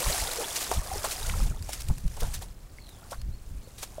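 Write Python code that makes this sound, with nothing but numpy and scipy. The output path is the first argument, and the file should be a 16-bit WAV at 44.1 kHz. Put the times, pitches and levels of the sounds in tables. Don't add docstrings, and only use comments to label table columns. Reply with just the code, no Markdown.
import sys
import numpy as np
from scipy import signal
from scipy.fft import rfft, irfft
from scipy.io import wavfile
from scipy.ndimage import uniform_filter1d

SR = 44100
rng = np.random.default_rng(int(sys.argv[2]) if len(sys.argv) > 2 else 0)


def transcribe(signal):
    frames = np.atleast_2d(signal).T
    limited = np.clip(frames, -1, 1)
    pcm = np.round(limited * 32767).astype(np.int16)
    wavfile.write(sys.argv[1], SR, pcm)


N = 176400
T = np.arange(N) / SR

# freq_hz, relative_db
HUSH_SPECTRUM = [(100, 11.5), (600, -5.5), (2500, -16.5), (10000, -25.5), (15500, -20)]
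# freq_hz, relative_db
WIND_SPECTRUM = [(20, 5), (55, 3), (125, -10.5), (240, -30), (800, -62)]
# crest_s, level_db, rise_and_fall_s
GUSTS = [(0.085, -20.5, 0.018), (.23, -31.5, 0.048), (0.784, -25, 0.03), (0.941, -33.5, 0.051),
         (1.45, -23.5, 0.14), (1.901, -22, 0.044), (2.056, -22.5, 0.013), (2.24, -28, 0.12),
         (3.279, -30, 0.076), (3.542, -34, 0.048)]
# time_s, pitch_hz, level_db
TRILL_CURVE = [(2.769, 4700, -62), (2.82, 4280, -52), (2.88, 4030, -50.5), (2.99, 3240, -59)]
# start_s, level_db
BIRD_CHIRPS = [(3.175, -57), (3.314, -59), (3.625, -60)]
# time_s, spray_db, gurgle_db
WASH_CURVE = [(0, -33, -43.5), (.14, -33.5, -42.5), (.26, -37, -44), (.68, -40, -51.5), (.85, -45.5, -47),
              (.99, -40, -51), (1.2, -41.5, -50.5), (1.42, -44, -49.5), (1.58, -56.5, -58.5),
              (1.75, -49, -86), (2.04, -57, -76), (2.27, -47.5, -54), (2.58, -66.5, -80),
              (3.07, -58.5, -59.5), (3.25, -66.5, -85), (3.9, -58, -64.5)]
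# freq_hz, relative_db
SPRAY_SPECTRUM = [(700, -5.5), (1900, -10.5), (2900, -11), (7200, -7), (10000, -8), (15500, -17.5)]
# freq_hz, relative_db
SPLASH_SPECTRUM = [(600, -3), (2700, 3.5), (4200, 2), (9000, 4.5), (15500, -5)]
# crest_s, level_db, fall_s
SHEETS = [(0.146, -36, 0.093), (0.562, -28, 0.022), (0.61, -33.5, 0.042), (0.716, -30, 0.0046),
          (0.739, -35, 0.017), (1.047, -31.5, 0.022), (1.115, -30.5, 0.02), (1.268, -33.5, 0.0044),
          (1.693, -39.5, 0.022), (1.733, -35.5, 0.019), (1.808, -38, 0.0053), (2.207, -35.5, 0.01),
          (2.343, -33, 0.016), (2.422, -41.5, 0.017), (3.113, -42, 0.025), (3.785, -45, 0.037),
          (3.832, -33, 0.0092)]
# start_s, level_db
LONE_DROPS = [(1.297, -36), (1.338, -43), (1.625, -39), (1.732, -28.5), (1.819, -34), (1.886, -34),
              (1.982, -38.5), (2.079, -41.5), (2.17, -38.5), (2.232, -35), (2.891, -44), (3.216, -42.5),]
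# start_s, level_db, centre_hz, fall_s
WAVE_FOLDS = [(.40, -34, 590, 0.021), (.715, -27.5, 784, 0.015), (.925, -40, 726, 0.04),
              (1.043, -27, 884, 0.012), (1.297, -29.5, 2170, 0.0033), (1.692, -43, 750, 0.01),
              (1.898, -39, 770, 0.0096), (2.171, -42.5, 750, 0.011), (2.222, -37.5, 930, .02),
              (2.415, -44.5, 737, 0.018), (3.123, -35, 900, 0.012), (3.831, -38, 940, 0.0063)]
# start_s, level_db, pitch_hz, t60_s
LARGE_BUBBLES = [(.385, -25, 465, 0.093), (0.7154, -3, 890, 0.0054), (.719, -32, 516, 0.027),
                 (.915, -25.5, 746, 0.081), (1.338, -28, 1260, 0.021), (1.692, -23, 730, 0.016),
                 (2.221, -31, 462, 0.094), (2.785, -37, 2080, 0.022), (3.119, -24.5, 610, 0.018),
                 (3.673, -40, 498, 0.042), (3.982, -25, 599, 0.038)]

HUSH_DB, BREEZE_DB, WIND_LUMP_DB = -53.5, -48.5, 3
FLUTTER_GAIN_DB, FLUTTER_HZ, FLUTTER_EXPONENT = -11, 142, 0.92
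TRILL_PAIRS_PER_S, TRILL_SWING_HZ = 44.8, 300
CHIRP_S, CHIRP_TOP_HZ, CHIRP_SCOOP_HZ, CHIRP_CREST_FRACTION, CHIRP_WAVER_HZ = .055, 4370, 597, .65, 70
ECHO_GAIN_DB, ECHO_FALL_S = -17, 0.059
IMPACT_SPREAD_DB = 0.5
BUBBLE_T60_CYCLES, BUBBLE_RISE_PER_T60, BUBBLE_SPREAD_DB = 28, .26, 3.5
SPRAY_GAIN_DB, SPRAY_IMPACTS_PER_S, SPRAY_CLUMP_DB = 0.5, 6500, 1.4
PLINK_GAIN_DB, PLINKS_PER_S, PLINK_HZ = -10, 220, 2310
GURGLE_GAIN_DB, GURGLES_PER_S, GURGLE_HZ, CHURN_GAIN_DB = 2.5, 170, 802, -9.5
TICK_GAIN_DB, TICKS_PER_S, TICK_FALL_S = -2.5, 110, .0005
SPLASH_RISE_S, SPLASH_IMPACTS_PER_S, SPLASH_PLINK_GAIN_DB = 0.0057, 2600, -6
DROP_FALL_S, DROP_RING_GAIN_DB, DROP_RING_HZ = 0.0028, 1, 6580
SLOP_T60_CYCLES, SLOP_SPREAD_OCTAVES, SLOP_RISE_S = 12, .45, .003
CUTOFF_HZ = 15750


def from_db(db):
    return 10 ** (np.asarray(db) / 20)


def unit_rms(x):
    return x / np.sqrt(np.mean(x ** 2) + 1e-20)


def per_sample(curve):
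    time_s, *columns = np.transpose(curve)
    return [np.interp(T, time_s, column) for column in columns]


def add(out, start_s, sound):
    i = max(int(start_s * SR), 0)
    out[i:i + len(sound)] += sound[:max(N - i, 0)]


def coloured(x, spectrum):
    hz, db = np.transpose(spectrum)
    bin_hz = np.maximum(np.fft.rfftfreq(N, 1 / SR), 1)
    gain = from_db(np.interp(np.log(bin_hz), np.log(hz), db))
    gain /= np.sqrt(1 + (hz[0] / 2 / bin_hz) ** 4)
    cepstrum = irfft(np.log(gain), N)
    response = np.exp(rfft(2 * cepstrum * (np.arange(N) < N // 2)))
    return unit_rms(irfft(rfft(x) * response, N))


def band_noise(centre_hz, octaves):
    edges_hz = [centre_hz / 2 ** octaves, centre_hz * 2 ** octaves]
    band = signal.butter(2, edges_hz, "band", fs=SR, output="sos")
    return unit_rms(signal.sosfilt(band, rng.standard_normal(N)))


def drift(corner_hz):
    bin_hz = np.fft.rfftfreq(N, 1 / SR)
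    return unit_rms(irfft(rfft(rng.standard_normal(N)) / (1 + (bin_hz / corner_hz) ** 2), N))


def evened(x, samples):
    power = uniform_filter1d(uniform_filter1d(x * x, samples), samples)
    return x / np.sqrt(np.abs(power) + 1e-12)


def swell(crest_s, rise_s, fall_s):
    tau_s = np.where(T < crest_s, rise_s, fall_s)
    return np.exp(np.maximum(-np.abs(T - crest_s) / tau_s, -40))


def hush():
    return from_db(HUSH_DB) * coloured(rng.standard_normal(N), HUSH_SPECTRUM)


def wind():
    gust_power = sum((from_db(db) * swell(crest_s, tau_s, tau_s)) ** 2 for crest_s, db, tau_s in GUSTS)
    strength = np.sqrt(from_db(BREEZE_DB) ** 2 + gust_power)
    buffet = evened(coloured(rng.standard_normal(N), WIND_SPECTRUM), samples=1800)
    flutter_gain = from_db(FLUTTER_GAIN_DB) * (strength / strength.max()) ** FLUTTER_EXPONENT
    flutter = flutter_gain * band_noise(FLUTTER_HZ, octaves=0.41)
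    return strength * from_db(WIND_LUMP_DB * drift(corner_hz=17)) * (buffet + flutter)


def bird():
    centre_hz, trill_db = per_sample(TRILL_CURVE)
    first_s, last_s = TRILL_CURVE[0][0], TRILL_CURVE[-1][0]
    slot = 3 * (TRILL_PAIRS_PER_S * (T - first_s) % 1)
    notes = np.abs(np.sin(np.pi * slot)) * (slot < 2) * (T > first_s) * (T < last_s)
    trill_hz = centre_hz + TRILL_SWING_HZ * (2 * (slot % 1) - 1)
    song = from_db(trill_db) * notes * np.sin(2 * np.pi * np.cumsum(trill_hz) / SR)
    progress = np.linspace(0, 1, int(CHIRP_S * SR))
    arch_hz = CHIRP_TOP_HZ - CHIRP_SCOOP_HZ * (progress / CHIRP_CREST_FRACTION - 1) ** 2
    for start_s, db in BIRD_CHIRPS:
        chirp_hz = arch_hz + CHIRP_WAVER_HZ * drift(corner_hz=150)[:len(progress)]
        tone = np.sin(2 * np.pi * np.cumsum(chirp_hz) / SR)
        add(song, start_s, from_db(db) * np.sin(np.pi * progress) * tone)
    return song


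def across_field(sound):
    scatter = rng.standard_normal(N) * swell(0, ECHO_FALL_S, ECHO_FALL_S)
    echo = signal.fftconvolve(sound, scatter / np.linalg.norm(scatter))[:N]
    return sound + from_db(ECHO_GAIN_DB) * echo


def impacts(per_s, size_cap):
    size_db = IMPACT_SPREAD_DB * np.minimum(rng.exponential(1, N), size_cap)
    return from_db(size_db) * rng.choice([-1, 1], N) * (rng.random(N) < per_s / SR)


def patter(per_s, spectrum, mist_gain):
    hits = unit_rms(impacts(per_s, size_cap=5))
    return coloured(hits + mist_gain * rng.standard_normal(N), spectrum)


def mud_ticks():
    hits = np.abs(impacts(TICKS_PER_S, size_cap=3))
    spatter = signal.lfilter([1], [1, -np.exp(-1 / (TICK_FALL_S * SR))], hits + 1e-18)
    return evened(coloured(spatter * rng.standard_normal(N), SPRAY_SPECTRUM), samples=6000)


def bubble(pitch_hz, t60_s):
    age_s = np.arange(int(t60_s * SR) + 2) / SR
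    cycles = pitch_hz * age_s * (1 + BUBBLE_RISE_PER_T60 * age_s / t60_s / 2)
    envelope = np.exp(-np.log(1000) * age_s / t60_s) * (1 - np.exp(-2 * cycles))
    return envelope * np.sin(2 * np.pi * cycles)


def bubbling(per_s, centre_hz, octaves, count=4000):
    out = np.zeros(N)
    starts_s = rng.random(count) * count / per_s
    deviations = rng.standard_normal((count, 3)).clip(-2, 2)
    for start_s, (detune, size, ring) in zip(starts_s, deviations):
        if start_s < N / SR:
            hz = centre_hz * 2 ** (octaves * detune)
            t60_s = BUBBLE_T60_CYCLES / hz * 2 ** (ring / 2)
            add(out, start_s, from_db(BUBBLE_SPREAD_DB * size) * bubble(hz, t60_s))
    return evened(out, samples=4000)


def wash():
    spray_db, gurgle_db = per_sample(WASH_CURVE)
    clumps = from_db(SPRAY_GAIN_DB + SPRAY_CLUMP_DB * drift(corner_hz=31))
    spray = clumps * evened(patter(SPRAY_IMPACTS_PER_S, SPRAY_SPECTRUM, mist_gain=1), samples=3000)
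    plinks = from_db(PLINK_GAIN_DB) * bubbling(PLINKS_PER_S, PLINK_HZ, octaves=0.5)
    gurgle = from_db(GURGLE_GAIN_DB) * bubbling(GURGLES_PER_S, GURGLE_HZ, octaves=0.523)
    churn = from_db(CHURN_GAIN_DB) * band_noise(GURGLE_HZ, octaves=1)
    droplets = mud_ticks() + bubbling(TICKS_PER_S, DROP_RING_HZ, octaves=0.506)
    ticks = from_db(TICK_GAIN_DB) * unit_rms(droplets)
    return from_db(spray_db) * (spray + plinks + ticks) + from_db(gurgle_db) * (gurgle + churn)


def splashes():
    sheets = sum(from_db(db) * swell(crest_s, SPLASH_RISE_S, fall_s) for crest_s, db, fall_s in SHEETS)
    drops = sum(from_db(db) * swell(start_s, DROP_FALL_S / 10, DROP_FALL_S) for start_s, db in LONE_DROPS)
    shower = evened(patter(SPLASH_IMPACTS_PER_S, SPLASH_SPECTRUM, mist_gain=0.25), samples=350)
    plinks = from_db(SPLASH_PLINK_GAIN_DB) * bubbling(per_s=800, centre_hz=DROP_RING_HZ, octaves=0.49)
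    out = np.hypot(sheets, drops) * shower + sheets * plinks
    for start_s, db in LONE_DROPS:
        hz = DROP_RING_HZ * 2 ** rng.uniform(-0.52, 0.53)
        add(out, start_s, from_db(db + DROP_RING_GAIN_DB) * bubble(hz, 2 * BUBBLE_T60_CYCLES / hz))
    return out


def slops(count=22):
    out = np.zeros(N)
    for start_s, db, centre_hz, fall_s in WAVE_FOLDS:
        delays_s = 4 * fall_s * ((np.arange(count) + rng.random(count)) / count) ** 1.3
        pitches_hz = centre_hz * 2 ** (SLOP_SPREAD_OCTAVES * rng.standard_normal(count).clip(-2, 2))
        cloud = np.zeros(N)
        for delay_s, hz in zip(delays_s, pitches_hz):
            add(cloud, start_s - SLOP_RISE_S + delay_s, bubble(hz, SLOP_T60_CYCLES / hz))
        crest = cloud[int(start_s * SR):int((start_s + fall_s) * SR) + 2]
        envelope = swell(start_s + fall_s / 2, SLOP_RISE_S + fall_s / 2, fall_s)
        out += from_db(db) * envelope * cloud / (crest.std() + 1e-6)
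    for start_s, db, hz, t60_s in LARGE_BUBBLES:
        add(out, start_s, from_db(db) * bubble(hz, t60_s))
    return out


def scene():
    mono = wash() + splashes() + slops() + wind() + hush() + across_field(bird())
    return np.tile(mono, (2, 1))


def record(dry):
    return signal.sosfilt(signal.ellip(12, .1, 90, CUTOFF_HZ, fs=SR, output="sos"), dry)


dry = scene()
out = record(dry)
transcribe(out)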